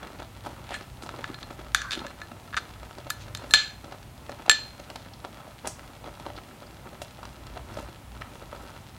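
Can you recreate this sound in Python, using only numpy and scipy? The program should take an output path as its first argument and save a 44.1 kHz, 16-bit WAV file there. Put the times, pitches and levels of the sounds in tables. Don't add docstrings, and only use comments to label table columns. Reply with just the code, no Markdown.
import sys
import numpy as np
from scipy import signal
from scipy.fft import rfft, irfft
from scipy.io import wavfile
from scipy.ndimage import uniform_filter1d

SR = 44100
rng = np.random.default_rng(int(sys.argv[2]) if len(sys.argv) > 2 else 0)


def transcribe(u):
    v = np.clip(np.atleast_2d(u).T, -1, 1)
    q = np.round(v * 32767).astype(np.int16)
    wavfile.write(sys.argv[1], SR, q)


N = 395999
TIME = np.arange(N) / SR


def from_db(db):
    return 10 ** (np.asarray(db) / 20)


def rms_one(x):
    return x / np.sqrt(np.mean(x ** 2) + 1e-20)


def butter(x, hz, kind, order=2):
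    sos = signal.butter(order, np.clip(hz, 10, .47 * SR), kind, fs=SR, output="sos")
    return signal.sosfilt(sos, x + 1e-18)


def resonate(x, hz, width_hz):
    r = np.exp(-np.pi * width_hz / SR)
    feed = np.array([1, 0, -1]) * (1 - r * r) / 2
    feedback = [1, -2 * r * np.cos(2 * np.pi * hz / SR), r * r]
    return signal.lfilter(feed, feedback, x + 1e-18)


def drift(per_s):
    knots = rng.standard_normal(1 << 12)
    return np.interp(TIME * per_s, np.arange(len(knots)), knots)


def grains(per_s, spread_db):
    sizes = from_db(spread_db * np.minimum(rng.exponential(1, N), 4))
    signs = rng.choice([-1, 1], N)
    return sizes * signs * (rng.random(N) < per_s / SR)


def add(out, start_s, sound):
    start = max(round(start_s * SR), 0)
    out[start:start + len(sound)] += sound[:max(len(out) - start, 0)]


def swell(t, rise_s, decay_s):
    return np.exp(-np.maximum(-t / rise_s, t / decay_s).clip(0, 40))


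def gritty(rows, per_s, spread_db):
    out = np.zeros(N)
    clicks = grains(per_s, spread_db)
    for peak_s, level_db, rise_s, decay_s, centre_hz, edge_ratio in rows:
        band = rms_one(butter(clicks, [centre_hz / edge_ratio, centre_hz * edge_ratio], "band"))
        out += from_db(level_db) * swell(TIME - peak_s, rise_s, decay_s) * band
    return out


# (relative, per Hz)
AIR_SPECTRUM = [(20, -26), (32, -4), (45, -20), (90, -4.5), (150, -1.5), (240, -7.5), (450, -15),
                (800, -10.5), (1400, -20.5), (2200, -20), (4200, -25), (5500, -28.5), (10000, -29.5),
                (15500, -33.5)]


def still_air(level_db=-50):
    hz, db = np.transpose(AIR_SPECTRUM)
    bins_hz = np.maximum(np.fft.rfftfreq(N, 1 / SR), 1)
    shape = from_db(np.interp(np.log(bins_hz), np.log(hz), db))
    return from_db(level_db) * rms_one(irfft(rfft(rng.standard_normal(N)) * shape, N))


# pitch_hz, width_hz (each of two passes is twice this), level_db (relative)
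HUM_RESONANCES = [(40, 14.4, -12.5), (57.6, 6.8, -2), (82.3, 13.6, -9.5), (99.5, 3.3, -5),
                  (123.26, 2, -7.5)]
# time_s, level_db (before trim and waver)
DRONE_COURSE = [(0.0, -51), (2.4, -50), (3.4, -46), (3.55, -49), (5.6, -55.5), (6.08, -50), (6.6, -55),
                (7.55, -48), (8.98, -50)]


def drone(trim_db=1.5, waver_db=2, wavers_per_s=5.5):
    hum = np.zeros(N)
    for hz, width_hz, level_db in HUM_RESONANCES:
        noise = rng.standard_normal(N + SR)
        tone = resonate(resonate(noise, hz, 2 * width_hz), hz, 2 * width_hz)
        hum += from_db(level_db) * rms_one(tone[SR:])
    hum = hum / np.sqrt(uniform_filter1d(hum ** 2, size=SR // 3))
    course_db = np.interp(TIME, *np.transpose(DRONE_COURSE))
    return hum * from_db(trim_db + course_db + waver_db * drift(wavers_per_s))


# pitch_hz, t60_s, level_db
KITCHEN_BANDS = [(150, 0.14, -6), (650, 0.16, -7.5), (1500, 0.43, -12.5), (3800, 0.34, -8.5),
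                 (7000, 0.37, -10), (14000, 0.36, -39)]


def kitchen(x, gap_s=0.0028, build_s=0.002):
    t, edges = TIME[:SR * 2 // 3], np.geomspace(100, 18000, num=12)
    hz, t60_s, level_db = np.transpose(KITCHEN_BANDS)
    response = np.zeros(len(t))
    for low, high in zip(edges, edges[1:]):
        centre = np.log(low * high) / 2
        life_s = np.interp(centre, np.log(hz), t60_s)
        band_db = np.interp(centre, np.log(hz), level_db)
        envelope = from_db(-60 * t / life_s) * np.clip((t - gap_s) / build_s, 0, 1)
        noise = butter(rng.standard_normal(len(t)), [low, high], "band")
        response += from_db(band_db) * noise * envelope / np.linalg.norm(envelope)
    return signal.fftconvolve(x, response)[:N]


# time_s, level_db (before surges)
SIMMER_COURSE = [(0.0, -55), (0.42, -54), (1.07, -56), (1.2, -47.5), (1.77, -60.5), (1.93, -48),
                 (2.15, -57), (2.6, -48), (2.77, -58.5), (3.65, -53), (3.88, -57), (8.35, -53.5),
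                 (8.55, -52), (8.98, -54)]


def vigour(surge_db=3.5, surges_per_s=7.7):
    return np.interp(TIME, *np.transpose(SIMMER_COURSE)) + surge_db * drift(surges_per_s)


def crackle(vigour_db, level_db=-11, patch_db=2.5, patches_per_s=11):
    pricks = rms_one(butter(butter(grains(400, 2.1), 2000, "high"), 9400, "low"))
    return pricks * from_db(vigour_db + level_db + patch_db * drift(patches_per_s))


def ticks(per_s=22, spread_db=0.0, level_db=-61, low_hz=1400, high_hz=4800):
    return from_db(level_db) * rms_one(butter(grains(per_s, spread_db), [low_hz, high_hz], "band"))


def small_bubbles(per_s=1100, spread_db=4.0, clump_db=3, damping=0.83, low_hz=220, high_hz=1700,
                  snap_db=-11, snap_high_hz=3500):
    clicks = grains(per_s * from_db(clump_db * drift(25)), spread_db)
    pitches = np.geomspace(low_hz, high_hz, num=12)
    dealt = rng.integers(len(pitches), size=N)
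    plops = np.zeros(N)
    for k, hz in enumerate(pitches):
        plops += resonate(clicks * (dealt == k), hz, damping * hz) / np.sqrt(hz)
    snaps = butter(clicks, 1270, "high", order=1)
    return rms_one(butter(rms_one(plops) + from_db(snap_db) * rms_one(snaps), snap_high_hz, "low"))


def froth(bursts, rise_s=0.006, decay_s=0.0094, growth=0.51):
    power, t = np.zeros(N + SR), TIME[:SR // 5] - .1
    for start_s, level_db, _, _ in bursts:
        add(power, start_s, (from_db(growth * level_db) * swell(t, rise_s, decay_s)) ** 2)
    return np.sqrt(power[SR // 10:][:N])


# start_s, level_db, pitch_hz (cavity as it opens), snap_db (skin, re level)
LARGEST_BUBBLES = [(0.031, -37, 754, -12), (0.2, -38, 534, -5), (0.222, -34.5, 646, -13),
                   (0.451, -39, 910, -5), (0.469, -26, 764, -18), (0.707, -29.5, 670, -10),
                   (0.721, -29.5, 680, -23), (1.035, -34.5, 338, -15), (1.063, -34, 790, -11),
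                   (1.091, -34.5, 1040, -6), (1.142, -32, 1010, -22), (1.191, -36, 686, -21),
                   (1.3, -33.5, 343, -24), (1.509, -36, 493, -12), (1.592, -38, 360, -12),
                   (1.975, -31.5, 330, -9), (2.018, -32, 770, -20), (2.05, -32.5, 655, -24),
                   (2.704, -40, 930, -8), (2.984, -32.5, 666, -10.5), (3.068, -33, 900, -17),
                   (3.442, -34.5, 540, -15), (3.844, -42, 755, -2), (3.923, -34.5, 760, -10),
                   (4.295, -28.5, 666, -12), (4.397, -35, 656, -28), (4.481, -26, 684, -21),
                   (4.798, -37.5, 565, -4.5), (4.901, -40, 640, 2.5), (4.959, -32.5, 950, -2),
                   (5.249, -30.5, 680, -10), (5.478, -39, 643, -17), (5.647, -31, 774, -25),
                   (5.673, -25.5, 680, -5.5), (6.042, -35.5, 720, -16), (6.076, -34.5, 557, -17),
                   (6.199, -36, 834, -6.5), (6.269, -30, 685, -19), (6.303, -34.5, 700, -20),
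                   (6.378, -35.5, 590, -14), (6.622, -38, 640, -10), (6.869, -41, 1390, -28),
                   (7.018, -30, 646, -6), (7.231, -34, 880, -12), (7.468, -40.5, 585, 1.5),
                   (7.571, -30, 670, -27), (7.773, -29, 620, -26), (7.788, -35, 282, -25),
                   (8.221, -36, 1530, -15), (8.423, -40, 530, -8), (8.529, -33, 503, -24),
                   (8.763, -37.5, 870, -10)]


def bubbles(count=40, stray_db=-42, stray_spread_db=2, near_s=0.024, neighbour_db=-8.5,
            pitch_hz=720, spread_octaves=0.23, skin_db=-9, skin_spread_db=4):
    start_s, level_db = np.transpose(LARGEST_BUBBLES)[:2]
    near = start_s + near_s * rng.uniform(-1, 1, len(start_s))
    times = np.r_[rng.uniform(0, N / SR, count), near]
    levels = np.r_[np.full(count, stray_db), level_db + neighbour_db]
    size, pitch, skin = rng.standard_normal((len(times), 3)).clip(-2, 2).T
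    lesser = np.c_[times, levels + stray_spread_db * size,
                   pitch_hz * 2 ** (spread_octaves * pitch), skin_db + skin_spread_db * skin]
    return np.vstack([LARGEST_BUBBLES, lesser])


def big_bubbles(bursts, cycles=3.2, glide=0.069, plop_db=8, snap_db=7, snap_t60_s=0.019,
                snap_low_hz=1100, snap_high_hz=4500):
    out, t = np.zeros(N), TIME[:SR // 25]
    for start_s, level_db, hz, skin_db in bursts:
        age = t * hz / cycles
        ring = -np.sin(2 * np.pi * hz * t * (1 + glide * np.minimum(age, 1)))
        plop = ring * from_db(-30 * age) * (1 - np.exp(-4 * t * hz))
        tear = rng.standard_normal(len(t)) * from_db(-60 * t / snap_t60_s)
        snap = butter(butter(tear, snap_low_hz, "high", order=1), snap_high_hz, "low")
        burst = from_db(plop_db) * plop + 2 * from_db(skin_db + snap_db) * snap
        add(out, start_s, from_db(level_db) * burst)
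    return out


# pitch_hz, width_hz, level_db (re the direct boil)
POT_HOLLOW = [(230, 115, 4), (590, 50, 2), (880, 275, -2), (1305, 90, 7.5), (2730, 31, 4.5),
              (3360, 47, 4.5), (4050, 180, -2)]


def pot(bubbles_db=-1, froth_db=-24, open_db=-3):
    bursts, vigour_db = bubbles(), vigour()
    activity = np.hypot(from_db(vigour_db + bubbles_db), from_db(froth_db) * froth(bursts))
    boil = big_bubbles(bursts) + ticks() + activity * small_bubbles() + crackle(vigour_db)
    hollow = sum(from_db(db) * resonate(boil, hz, width_hz) for hz, width_hz, db in POT_HOLLOW)
    return from_db(open_db) * (boil + hollow)


# peak_s, level_db, rise_s, decay_s (to 1/e), centre_hz, edge_ratio
BRIGHT_POPS_AND_SPITS = [(.824, -48, .002, 0.0065, 3380, 1.4), (5.136, -42.5, .001, 0.0045, 3970, 1.25),
                         (5.674, -22, 0.0008, 0.001, 7200, 1.28), (5.678, -38.5, 0.0056, 0.031, 7000, 1.32),
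                         (6.365, -42, .002, 0.0061, 3900, 1.2), (6.669, -46, .002, 0.0027, 4670, 1.1),
                         (7.019, -44, 0.0024, 0.015, 7000, 1.6), (7.743, -46, .001, 0.0027, 5500, 1.2),
                         (8.2205, -25, 0.00049, 0.0012, 1730, 1.28)]


def bright_pops_and_spits():
    return gritty(BRIGHT_POPS_AND_SPITS, per_s=27000, spread_db=0.0)


# peak_s, level_db, rise_s, decay_s (to 1/e), centre_hz, edge_ratio
SPOON_RASPS = [(.465, -49.5, 0.0066, 0.007, 2500, 4.5), (.748, -37.5, 0.037, 0.02, 2010, 1.6),
               (.755, -47.5, 0.028, 0.017, 7000, 1.26), (1.03, -48.5, .005, 0.019, 7000, 1.4),
               (1.848, -35.5, 0.0089, 0.032, 1280, 1.17), (1.885, -41, 0.017, 0.033, 1550, 1.07),
               (1.93, -33.5, 0.01, 0.012, 3350, 1.44), (3.22, -47.5, 0.021, 0.017, 3400, 1.8),
               (3.512, -44, 0.0039, 0.009, 6000, 2.1)]


def scrapes():
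    return gritty(SPOON_RASPS, per_s=2900, spread_db=2.0)


# pitch_hz, level_db (typical, relative), t60_s
BOWL_MODES = [(900, -21, 0.0089), (1084, -22, 0.019), (1338, -4.5, 0.0093), (1620, -3, 0.0094),
              (1865, -1.5, 0.0044), (2500, -11, 0.01), (2830, -10.5, 0.0078), (3620, 0.5, 0.0044),
              (3763, -9.5, 0.022), (4370, -11, 0.0075), (5370, -13, 0.0039), (5910, -11, 0.0083),
              (7000, -26, 0.028), (10650, -5.5, 0.003)]


def bowl_knock(t, click_db=9, crack_db=-8, crack_t60_s=.011, wash_db=-24, wash_t60_s=0.14,
               crack_low_hz=750, crack_high_hz=11000):
    knock = np.zeros(len(t))
    for k, (hz, level_db, t60_s) in enumerate(BOWL_MODES):
        strength = from_db(rng.standard_normal()) * (-1) ** k
        knock += strength * from_db(level_db - 60 * t / t60_s) * np.sin(2 * np.pi * hz * t)
    click = from_db(click_db) * (t == 0)
    rough = from_db(crack_db - 60 * t / crack_t60_s) + from_db(wash_db - 60 * t / wash_t60_s)
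    attack = click + rng.standard_normal(len(t)) * rough
    return knock + butter(butter(attack, crack_low_hz, "high"), crack_high_hz, "low")


# pitch_hz (lifted), level_db (lifted, relative), t60_s (lifted), dipped_change_db
SPOON_MODES = [(1748.5, -10, 0.2, 3), (4180, -23.5, 0.45, 8), (4235, -11, 0.12, 4.5), (7496, -1, 0.048, -5),
               (9700, -21, 0.036, -17), (11100, -10.5, 0.03, -5)]


def spoon_ring(t, dipped, detune=0.0077, damping=0.52):
    ring = np.zeros(len(t))
    for hz, level_db, t60_s, dip_db in SPOON_MODES:
        fade = from_db(level_db + dipped * dip_db - 60 * t / (t60_s * damping ** dipped))
        ring += fade * np.sin(2 * np.pi * hz * (1 - detune * dipped) * t)
    return ring


# start_s, slips (count), first_gap_s, level_db (first slip, before unevenness),
# spot_hz, hardness_hz, ring_db (re level), room_db (re direct)
SPOON_SKIDS = [(1.9177, 7, .0044, -24.5, 3130, 8300, -12.5, -2.5),
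               (2.528, 3, .0071, -23, 1420, 2360, -14, -11), (2.567, 5, .0039, -18, 1430, 5350, -20, -6)]


def slips(slowing=1.1, loss_db=1.06, uneven_db=2.5):
    rows = []
    for start_s, count, gap_s, level_db, *colour in SPOON_SKIDS:
        for k in range(round(count)):
            slip_db = level_db - loss_db * k + uneven_db * rng.standard_normal()
            rows.append((start_s, slip_db, *colour))
            start_s = start_s + gap_s * slowing ** k
    return rows


# start_s, level_db (relative),
# spot_hz (favoured by the struck spot), hardness_hz (treble limit), ring_db (spoon, re level), room_db (re direct)
SPOON_CONTACTS = [ (0.7419, -27, 1550, 7000, -6, -2), (1.0906, -33, 1350, 5000, -13, -13),
                  (1.2419, -20, 1500, 3360, -18, -1.5), (1.3435, -30.5, 3800, 3980, -7, -8),
                  (1.429, -30.5, 4000, 4340, -8, -17), (1.747, -7, 1400, 10700, -17.5, 1.5),
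                  (1.8175, -22.5, 1390, 8000, -18, -6), (1.9087, -23, 3400, 7000, -23, -2),
                  (1.9918, -29, 3600, 5000, -15, -12), (2.066, -29.5, 1790, 9000, -10, -2),
                  (2.2163, -28, 1600, 4250, -8, -20), (3.1025, -19.5, 12000, 19000, -14, -12),
                  (3.1041, -19.5, 1500, 18000, -13.5, -2.5), (3.3496, -25, 3500, 14000, -16, -2.5),
                  (3.3728, -34.5, 7000, 11000, -7, -10), (3.509, -29.5, 3080, 10000, 0.5, -3),
                  (3.5374, -3, 2920, 10200, -5, 4.5), (3.5455, -12.5, 3500, 9000, -3, -25),
                  (4.4959, -1.5, 2500, 7200, -4.5, -2), (4.5134, -12.5, 2560, 9000, -4.5, -4)]


def spoon(lifted_s=4.0, spot_db=4, spot_width=0.53):
    direct, to_room, t = np.zeros(N), np.zeros(N), TIME[:SR // 3]
    for start_s, level_db, spot_hz, hardness_hz, ring_db, room_db in [*SPOON_CONTACTS, *slips()]:
        dipped = start_s < lifted_s
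        hit = bowl_knock(t) + from_db(ring_db) * spoon_ring(t, dipped)
        hit = hit + from_db(spot_db) * resonate(hit, spot_hz, spot_width * spot_hz)
        hit = from_db(level_db) * butter(hit, hardness_hz, "low")
        add(direct, start_s, hit)
        add(to_room, start_s, from_db(room_db) * hit)
    return direct, to_room


def scene(pot_room_db=1, spoon_room_db=0):
    background = still_air() + drone()
    boil = pot() + bright_pops_and_spits()
    rasps = scrapes()
    knocks, knocks_to_room = spoon()
    echoes = kitchen(from_db(pot_room_db) * boil + from_db(spoon_room_db) * (knocks_to_room + rasps))
    return (background + echoes + boil + rasps + knocks)[None]


def record(dry, cutoff_hz=15870):
    clipped = np.clip(dry, -1, 1)
    return signal.sosfilt(signal.ellip(16, .1, 80, cutoff_hz, fs=SR, output="sos"), clipped)


dry = scene()
out = record(dry)
transcribe(out)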